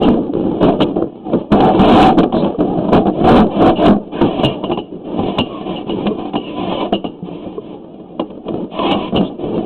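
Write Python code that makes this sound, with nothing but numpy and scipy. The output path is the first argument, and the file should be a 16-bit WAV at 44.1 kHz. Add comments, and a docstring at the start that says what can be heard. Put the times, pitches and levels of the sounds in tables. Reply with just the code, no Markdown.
"""Pushing a camera cable down a drain

An inspection camera's cable is shoved in strokes down a cast-iron drain. Rubbing makes its reel rumble
and, on the hardest shoves, sing. The cable rasps over the pipe mouth, knocks and squeaks; reel and pipe
give hollow bumps, and now and then a jarred steel part clinks. The small microphone of the monitor
overloads on the hard shoves and passes only the pitch range of speech."""
import sys
import numpy as np
from scipy import signal
from scipy.fft import rfft, irfft, next_fast_len
from scipy.io import wavfile
from scipy.ndimage import uniform_filter1d

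SR = 44100
rng = np.random.default_rng(int(sys.argv[2]) if len(sys.argv) > 2 else 0)


def to_wav(sig):
    """Store sig (one row per channel, or 1-D mono) as 16-bit WAV at the path in sys.argv[1].

    Samples outside -1..1 are clipped; the rate is SR.
    """
    pcm = np.clip(np.atleast_2d(sig), -1, 1) * 32767
    pcm = np.round(pcm).astype(np.int16)
    wavfile.write(sys.argv[1], SR, pcm.T)  # frames by channels


N = 425565
TIME = np.arange(N) / SR

# The tone of the cable rasping on the pipe. Each row: frequency in Hz, relative level in dB.
RASP_TONE = [(200, -40.5), (480, -9.5), (620, 4), (745, 4), (890, -7.5), (1030, -19), (1200, -15.5),
             (1400, -30.5), (1700, -27), (2400, -33.5), (5000, -50)]
# The notes (modes) at which the pipe mouth rings.
# Each row: pitch in Hz, relative level in dB, seconds to fade by 60 dB (called t60).
PIPE_MODES = [(1008, 6.5, 0.05), (1144, -14.5, 0.34), (2360, -11.5, 0.066)]


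def from_db(db):
    """Turn decibels into a factor to multiply by."""
    return 10 ** (np.asarray(db) / 20)


def rms_one(x):
    """Scale a signal to an average power of 1."""
    return x / np.sqrt(np.mean(x ** 2) + 1e-20)


def drift(rate_hz):
    """A smooth random wander, about 1 in size."""
    slow = signal.sosfilt(signal.butter(2, rate_hz, fs=SR, output="sos"), rng.standard_normal(N + SR))
    return rms_one(slow[SR:])


def steady(x, span_s):
    """Hold the strength of a vibration near 1 over spans longer than span_s."""
    size = max(int(span_s * SR), 2)
    x = rms_one(x)
    return x / np.sqrt(uniform_filter1d(uniform_filter1d(x * x, size), size) + 1e-4)


def colour(x, points):
    """Shape the tone of a sound along a curve of (Hz, dB) points."""
    size = next_fast_len(N + SR)
    hz, db = np.transpose(points)
    bins_hz = np.maximum(np.arange(size // 2 + 1) * SR / size, 1)
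    gain = from_db(np.interp(np.log(bins_hz), np.log(hz), db))
    cepstrum = irfft(np.log(gain), size)
    cepstrum[1:size // 2] *= 2    # folded forward so that the filter never sounds ahead of its input
    cepstrum[size // 2 + 1:] = 0
    return irfft(rfft(x, size) * np.exp(rfft(cepstrum)), size)[..., :N]


def ring(x, modes):
    """An object shaken by x rings at its own notes, each fading at its own speed."""
    out = np.zeros(N)
    for hz, db, t60 in modes:
        decay, angle = from_db(-60 / (t60 * SR)), 2 * np.pi * hz / SR
        feedback = [1, -2 * decay * np.cos(angle), decay * decay]
        out += from_db(db) * signal.lfilter([0, np.sin(angle)], feedback, x + 1e-18)
    return out


def clicks(times, level_db):
    """One click at each time."""
    out = np.zeros(N)
    out[np.clip(np.round(np.asarray(times) * SR).astype(int), 0, N - 1)] = from_db(level_db)
    return out


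def push(start, length, attack_s, t60, swell_db=0, arch_db=3.5):
    """Strength of one push: it takes hold, arches and swells or eases, then dies away."""
    out, first = np.zeros(N), max(int(start * SR), 0)
    age = TIME[:min(SR, N - first)]
    from_middle = np.clip(age / length, 0, 1) - .5
    shape_db = swell_db * from_middle - arch_db * (2 * from_middle) ** 2
    fade_db = 60 * np.maximum(age - length, 0) / t60
    out[first:first + len(age)] = np.minimum(age / attack_s, 1) * from_db(shape_db - fade_db)
    return out


def feed_cable(waver_db=1.22, waver_hz=9):
    """Wavering strengths of rumble, rasp and hiss: each stroke lifts all three above a steady creep."""
    # Hard shoves come first, then lighter slides. Each row: start in seconds, length in seconds,
    # swell over the stroke in dB, then the levels of rumble, rasp and hiss in dB.
    strokes = [(0.0, .13, -2.5, -4.5, -17, -31.5), (0.144, 0.17, -24, -15.5, -30, -54),
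               (0.316, 0.3, 4, -12.5, -28, -45), (0.601, 0.092, 1.5, -3.5, -11, -26),
               (0.704, 0.21, 7.5, -17.5, -28, -45), (0.961, 0.067, -13, -14, -22.5, -51),
               (1.227, 0.19, 5.5, -20, -27.5, -46), (1.512, 0.34, -9.5, -8, -13.5, -29.5),
               (1.795, 0.29, 4, 1.5, -8, -16.5), (2.18, 0.02, -15, 6.5, -3.5, -15.5),
               (2.325, 0.25, -23, -15.5, -22, -40), (2.573, 0.44, -6.5, -12.5, -22, -44),
               (2.917, 0.057, 0, 2.5, -5, -21.5), (3.049, 0.033, -11, -7.5, -12, -41),
               (3.111, 0.15, 14, -12.5, -21.5, -38), (3.232, 0.17, 9, 1.5, -6, -20.5),
               (3.494, 0.2, 20.5, -9, -15, -29), (3.762, 0.12, 20.5, -4.5, -11.5, -25.5),
               (4.113, 0.43, 1.5, -15.5, -21.5, -30), (4.54, 0.31, -13, -23.5, -33, -51),
               (4.896, 0.062, 5, -23.5, -40, -53), (5.024, 0.2, 12, -19, -28.5, -41),
               (5.21, 0.17, -1, -16.5, -25.5, -32), (5.429, 0.21, 3.5, -22.5, -30.5, -39.5),
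               (5.647, 0.17, -3.5, -16.5, -26.5, -34.5), (5.852, 0.28, 1, -15.5, -28, -36.5),
               (6.148, 0.14, 2, -21, -30, -39.5), (6.364, 0.26, 12, -24, -33, -38),
               (6.551, 0.31, 3.5, -16, -22, -29.5), (7.23, 0.34, -4, -25.5, -36.5, -43),
               (7.56, 0.18, 20, -32, -44, -51), (8.447, 0.2, -0.5, -17.5, -29.5, -46),
               (8.697, 0.24, 20, -18, -22, -28.5), (8.944, .14, 0, -20.5, -28.5, -31.5),
               (9.136, 0.18, -21, -12, -22.5, -37.5), (9.376, 0.37, -1, -15.5, -27.5, -42)]
    # Between strokes the cable still creeps: the levels of rumble, rasp and hiss in dB.
    creep_db = (-30, -42, -57)
    powers = [from_db(db) ** 2 for db in creep_db]
    for start, length, swell_db, rumble_db, rasp_db, hiss_db in strokes:
        attack_s = 0.011 * 2 ** (-rumble_db / 14.5)    # a light stroke takes hold more gently
        reel = push(start, length, attack_s, t60=0.28, swell_db=swell_db)
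        slide = push(start, length, attack_s, t60=0.13, swell_db=swell_db)
        strengths = from_db(rumble_db) * reel, from_db(rasp_db) * reel, from_db(hiss_db) * slide
        powers = [power + strength ** 2 for power, strength in zip(powers, strengths)]
    return [np.sqrt(power) * from_db(waver_db * drift(waver_hz)) for power in powers]


def slips(per_s, spread_db, smooth):
    """A surface sticks and slips: tiny catches of uneven size over smooth rubbing."""
    sizes = from_db(spread_db * np.minimum(rng.exponential(1, N), 4)) * rng.choice([-1, 1], N)
    return rms_one(sizes * (rng.random(N) < per_s / SR)) + smooth * rng.standard_normal(N)


def snags(per_s, relax_s):
    """The cable snags and slips free: its tension jumps at random moments and relaxes."""
    jumps = (rng.random(N) < per_s / SR) * rng.uniform(0.49, 1, N)
    tension = signal.lfilter([1], [1, -np.exp(-1 / (relax_s * SR))], jumps)
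    return rms_one(tension - tension.mean())


def cable_echoes(x, trip_s=.003, stretch=0.143, echo=0.6):
    """Waves return along the free length of cable; as that length changes, its ringing glides."""
    lag = trip_s * SR * np.exp(stretch * drift(rate_hz=3.47))
    now = np.arange(N)
    return x + echo * np.interp(now - lag, now, x) + echo ** 2 * np.interp(now - 2 * lag, now, x)


def sliding_cable():
    """Rubbing and knocks shake the reel (low), the pipe mouth (middle) and the cable's skin (high)."""
    # The tones of the reel's rumble and the skin's hiss. Each row: frequency in Hz, relative level in dB.
    rumble_tone = [(20, -28.5), (70, -27), (100, -10.5), (135, -11), (185, 1.5), (250, -1), (320, 5),
                   (420, -4), (540, -8.5), (680, -14.5), (1000, -39), (2000, -56.5)]
    hiss_tone = [(600, -39.5), (1500, -29.5), (1820, 1.5), (2150, 0.5), (2400, 4.5), (2600, 0), (2950, 4),
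                 (3250, 0.5), (3600, -7.5), (4100, -22), (6000, -35.5)]
    # The reel's own notes. Each row: pitch in Hz, relative level in dB, fade time in seconds.
    reel_modes = [(184.4, -12, 0.43), (208.1, 2, 0.24), (248, 4, 0.13), (300, 0, 0.36), (325.3, -14, 0.44),
                  (352.8, -8.5, 0.21), (422, 4.5, 0.23), (474, -2, 0.073), (603, -7, 0.16)]
    rumble, rasp, hiss = feed_cable()
    times, thud_db, clack_db, edge_db = knocks()
    catches = slips(per_s=260, spread_db=2.5, smooth=0.75)
    fine_catches = slips(per_s=1600, spread_db=3.5, smooth=0.76)
    load = rumble / (rumble + from_db(-35.5))    # the cable snags only under load
    judder = load * snags(per_s=32, relax_s=.013)
    thud = from_db(0.17) * chatter(times, thud_db, t60=0.2, hold_s=0.0078)
    clack = from_db(1.6) * chatter(times, clack_db, t60=0.11, hold_s=0.0068)
    edge = from_db(9.0) * chatter(times, edge_db, t60=0.038, hold_s=0.004)
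    # How strong each range is over time; hypot adds two strengths by their power.
    low = np.hypot(rumble * from_db(-3.0 + 1.9 * judder), thud)
    low = np.hypot(low, tightening(times, thud_db))
    middle = np.hypot(rasp * from_db(1.6 * judder), clack)
    middle = np.hypot(middle, tightening(times, clack_db))
    high = np.hypot(hiss * from_db(0.2 + 1.7 * judder), edge)
    hollow = from_db(-7.5) * rms_one(ring(catches, reel_modes))
    reel = low * steady(rms_one(colour(catches, rumble_tone)) + hollow, span_s=0.019)
    pipe = middle * steady(colour(cable_echoes(catches), RASP_TONE), span_s=0.016)
    skin = high * steady(colour(cable_echoes(fine_catches + catches), hiss_tone), span_s=0.0037)
    mouth_ring = from_db(-1) * np.minimum(high, middle) * rms_one(ring(fine_catches, PIPE_MODES))
    return reel + pipe + skin + mouth_ring + loose_coils(rumble)


def loose_coils(rumble, per_s=18, low_hz=170, high_hz=560, count=12, ring_cycles=16):
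    """Loose coils bump the reel at random, as hard as it rumbles, each with a brief hollow note."""
    hits = rumble * (rng.random(N) < per_s / SR) * from_db(-1 + rng.normal(0, 2.5, N))
    which_coil = rng.integers(0, count, N)
    notes = sum(ring(hits * (which_coil == coil), [(hz, 0, ring_cycles / hz)])
                for coil, hz in enumerate(np.geomspace(low_hz, high_hz, count)))
    return signal.sosfilt(signal.butter(2, [low_hz, high_hz], "band", fs=SR, output="sos"), notes)


def chatter(times, level_db, t60, hold_s, onset_s=0.002):
    """Strength of the rattling after each hit: it lasts a moment, then dies away."""
    power = np.zeros(N)
    for start, db in zip(times, level_db):
        first = int(start * SR)
        age = TIME[:min(SR // 2, N - first)]
        onset = np.minimum(age / onset_s, 1)
        fade_db = 60 * np.maximum(age - hold_s, 0) / t60
        power[first:first + len(age)] += (onset * from_db(db - fade_db)) ** 2
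    return np.sqrt(power)


def steel_clinks(build_s=0.0067):
    """A jarred steel part chatters and builds up a ring that drops quickly and leaves a thin tail."""
    # The moments when the steel is jarred. Each row: start in seconds, relative level in dB.
    clinks = [(0.02, -25.5), (3.753, -33), (4.437, -16), (4.638, -34.5), (4.715, -32), (4.774, -32.5),
              (5.383, -18), (5.755, -31.5), (5.89, -30.5), (6.068, -52), (6.353, -29.5), (6.929, -24.5),
              (7.046, -35.5), (8.196, -46), (8.908, -23), (9.155, -21)]
    # The steel's own notes. Each row: pitch in Hz, relative level in dB, fade time in seconds.
    steel_modes = [(2570, -25, .3), (2960, 4, 0.12), (2884, 4, 0.23), (2816, 4, 0.23), (3150, -9.5, 0.3),
                   (3290, -18.5, 0.25)]
    times, db = np.transpose(clinks)
    tail = from_db(-14) * chatter(times, db, t60=.33, hold_s=.02)
    strength = chatter(times, db, t60=0.057, hold_s=0.021) + tail
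    size = int(build_s * SR)
    swell = signal.fftconvolve(strength, np.ones(size) / size)[:N]
    shaken_ring = steady(ring(rng.standard_normal(N), steel_modes), span_s=0.022)
    free_ring = ring(clicks(times + build_s, db), steel_modes)
    return from_db(2.0) * swell * shaken_ring + from_db(-12) * free_ring


def tightening(times, level_db, lead_s=.022):
    """Strength of the brief scrape that grows as the cable tightens before each knock."""
    out = np.zeros(N)
    for knock_s, db in zip(times, level_db):
        part = slice(max(int((knock_s - lead_s) * SR), 0), int(knock_s * SR))
        out[part] += from_db(db - 18.5) * np.linspace(0, 1, len(out[part]))
    return out


def knocks():
    """The cable knocks on reel and pipe: times, and levels of low thud, middle clack and sharp edge."""
    # Each row: start in seconds, then the relative levels of the thud and the edge in dB.
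    hits = [(0.077, -6.5, -50), (0.349, -15.5, -64), (0.513, -19.5, -53), (0.613, -7, -53),
            (0.722, -14.5, -41), (0.804, -3, -23.5), (0.958, -11, -49.5), (1.017, -10.5, -54),
            (1.332, -4.5, -35.5), (1.519, 0.5, -18.5), (1.603, -8.5, -24), (1.792, -3, -25),
            (2.172, -1.5, -45.5), (2.231, -7.5, -29), (2.323, -17.5, -36.5), (2.34, -16.5, -53),
            (2.444, -13, -33.5), (2.604, -7, -40), (2.931, -30, -40), (3.068, -6, -39), (3.21, -17, -53),
            (3.62, -2.5, -30), (4.212, -1.5, -26.5), (4.433, -6.5, -25), (4.637, -17.5, -35),
            (4.696, -13, -41), (4.714, -15, -31.5), (4.773, -16.5, -36.5), (5.192, -14.5, -41.5),
            (5.383, -11.5, -21.5), (5.893, -17.5, -39), (6.067, -21.5, -24.5), (6.333, -18, -37),
            (6.353, -12.5, -29.5), (6.924, -8.5, -32.5), (7.042, -16.5, -38.5), (7.285, -24.5, -61.5),
            (7.457, -20.5, -66.5), (8.195, -15.5, -31), (8.302, -28.5, -51), (8.482, -27, -38.5),
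            (8.788, -18, -29), (9.123, -14, -48.5), (9.147, -18, -46.5)]
    times, thud_db, edge_db = np.transpose(hits)
    clack_db = thud_db + 2.5 + .35 * (edge_db - thud_db)
    return times, thud_db, clack_db, edge_db


def knock_blows():
    """Each knock opens with one hard blow, which leaves the pipe mouth ringing."""
    times, _, clack_db, edge_db = knocks()
    blow = from_db(17) * colour(clicks(times, clack_db), RASP_TONE)
    return blow + from_db(7) * ring(clicks(times, edge_db), PIPE_MODES)


def hollow_bumps(contact_s=0.0039, ring_cycles=29, overtone_ratio=2.5):
    """A soft blow on reel or pipe rings a low note and a shorter, higher one."""
    # Each row: start in seconds, pitch in Hz, level in dB.
    bumps = [(.077, 242.6, 5.5), (.175, 283, -1), (0.292, 285, -4), (.895, 279, -7), (1.519, 204, 6.5),
             (1.793, 203.3, 8), (2.17, 200, -3), (2.545, 465, -5.5), (3.39, 218, 6.5), (3.889, 205.8, 7.5),
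             (4.219, 215, -5.5), (4.449, 137, -5), (5.189, 95, -15), (5.386, 109, -12), (5.407, 250, -4),
             (6.073, 213, -2.5), (6.112, 431, -3.5), (6.925, 674, 3), (7.224, 180, -10.5),
             (7.579, 422, -4.5), (8.206, 307, -6.5), (8.915, 503, -4.5), (8.956, 200, -6.5),
             (9.162, 546, -5), (9.191, 187, -2.5)]
    out = np.zeros(N)
    for start, hz, db in bumps:
        t60 = ring_cycles / hz * 2 ** (db / 14)    # a bump 14 dB stronger rings twice as long
        first = int(start * SR)
        age = TIME[:min(SR // 2, N - first)]
        fade = from_db(-60 * age / t60)
        phase = 2 * np.pi * hz * age
        tone = fade * np.sin(phase) + from_db(-10) * fade ** 2 * np.sin(overtone_ratio * phase)
        out[first:first + len(age)] += from_db(db) * (1 - np.exp(-age / contact_s)) * tone
    return out


def squeaks():
    """At a tight spot the rubbing locks loosely onto a gliding pitch; the looser, the rougher."""
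    # Each row: start and end in seconds, first and last pitch in Hz, pitch spread in Hz, level in dB.
    tight_spots = [(.8, 0.845, 3206, 2850, 900, -17.5), (2.33, 2.432, 3620, 3760, 715, -34),
                   (4.13, 4.265, 1680, 1490, 179, -33), (4.628, 4.653, 1005, 1015, 50, -19),
                   (5.47, 5.645, 1130, 1060, 91, -33), (6.38, 6.548, 2990, 2570, 248, -35.5),
                   (6.68, 6.842, 3250, 2940, 301, -32), (8.77, 8.864, 1076, 1006, 110, -21.5),
                   (8.922, 9.025, 1076, 1033, 110, -27), (9.22, 9.297, 3250, 3480, 400, -36.5)]
    out = np.zeros(N)
    for start, end, from_hz, to_hz, width_hz, db in tight_spots:
        part = slice(int(start * SR), int(end * SR))
        progress = np.linspace(0, 1, len(out[part]))
        phase = 2 * np.pi * np.cumsum(from_hz + progress * (to_hz - from_hz)) / SR
        wobble = drift(width_hz / 2)[part] + 1j * drift(width_hz / 2)[part]
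        rough_tone = rms_one(np.real(wobble * np.exp(1j * phase)))
        out[part] += from_db(db) * np.sin(np.pi * progress) * rough_tone
    return out


def reel_song(wander_hz=12):
    """Under hard rubbing the reel locks onto its main note and sings, over a looser ringing."""
    # The moments when it sings. Each row: start in seconds, length in seconds, level in dB.
    songs = [(1.618, 0.086, -7.5), (1.963, 0.14, -3), (3.26, 0.036, -1.5), (3.661, 0.018, -2.5),
             (3.85, 0.023, -29)]
    # Its singing notes, main one first. Each row: pitch in Hz, relative level in dB, fade time in seconds.
    song_modes = [(744.9, -11.5, 0.11), (769, -10.5, 0.031)]
    strength = sum(from_db(db) * push(start, length, attack_s=0.029, t60=0.15)
                   for start, length, db in songs)
    pitch_hz = song_modes[0][0] + wander_hz * drift(rate_hz=25)
    locked = np.sin(2 * np.pi * np.cumsum(pitch_hz) / SR)
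    loose = steady(ring(rng.standard_normal(N), song_modes), span_s=0.019)
    return strength * (locked + from_db(-4) * loose)


def scene():
    """All the sounds of cable, reel and pipe, added into one channel."""
    return (sliding_cable() + knock_blows() + reel_song() + hollow_bumps() + squeaks()
            + steel_clinks())[None]


def overload(x, top, bottom, hardness=6):
    """An amplifier runs out of swing and squashes peaks, with separate limits upward and downward."""
    limit = np.where(x > 0, top, bottom)
    return x / (1 + np.abs(x / limit) ** hardness) ** (1 / hardness)


def record(dry, notch_hz=1971, speech_edge_hz=4124, treble_edge_hz=15850):
    """The monitor's microphone overloads unevenly and passes the speech range, with one dip in it."""
    x = overload(dry, top=0.772, bottom=0.52)
    x = signal.lfilter(*signal.iirnotch(notch_hz, Q=1.9, fs=SR), x)
    x = signal.sosfilt(signal.ellip(8, .5, 70, speech_edge_hz, fs=SR, output="sos"), x)
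    # A capacitor blocks the slow offset left by the uneven overload.
    x = signal.sosfilt(signal.butter(1, 3.0, "high", fs=SR, output="sos"), x)
    x = np.clip(x, -.74, .715)    # a firm ceiling
    # The treble is gently reshaped. Each pair: frequency in Hz, gain in dB.
    x = colour(x, [(3800, 0), (4200, -0.5), (4900, -4.5), (6000, -3.5), (8000, 2.5), (15000, -3.5)])
    return signal.sosfilt(signal.ellip(10, .1, 80, treble_edge_hz, fs=SR, output="sos"), x)


dry = scene()
out = record(dry)
to_wav(out)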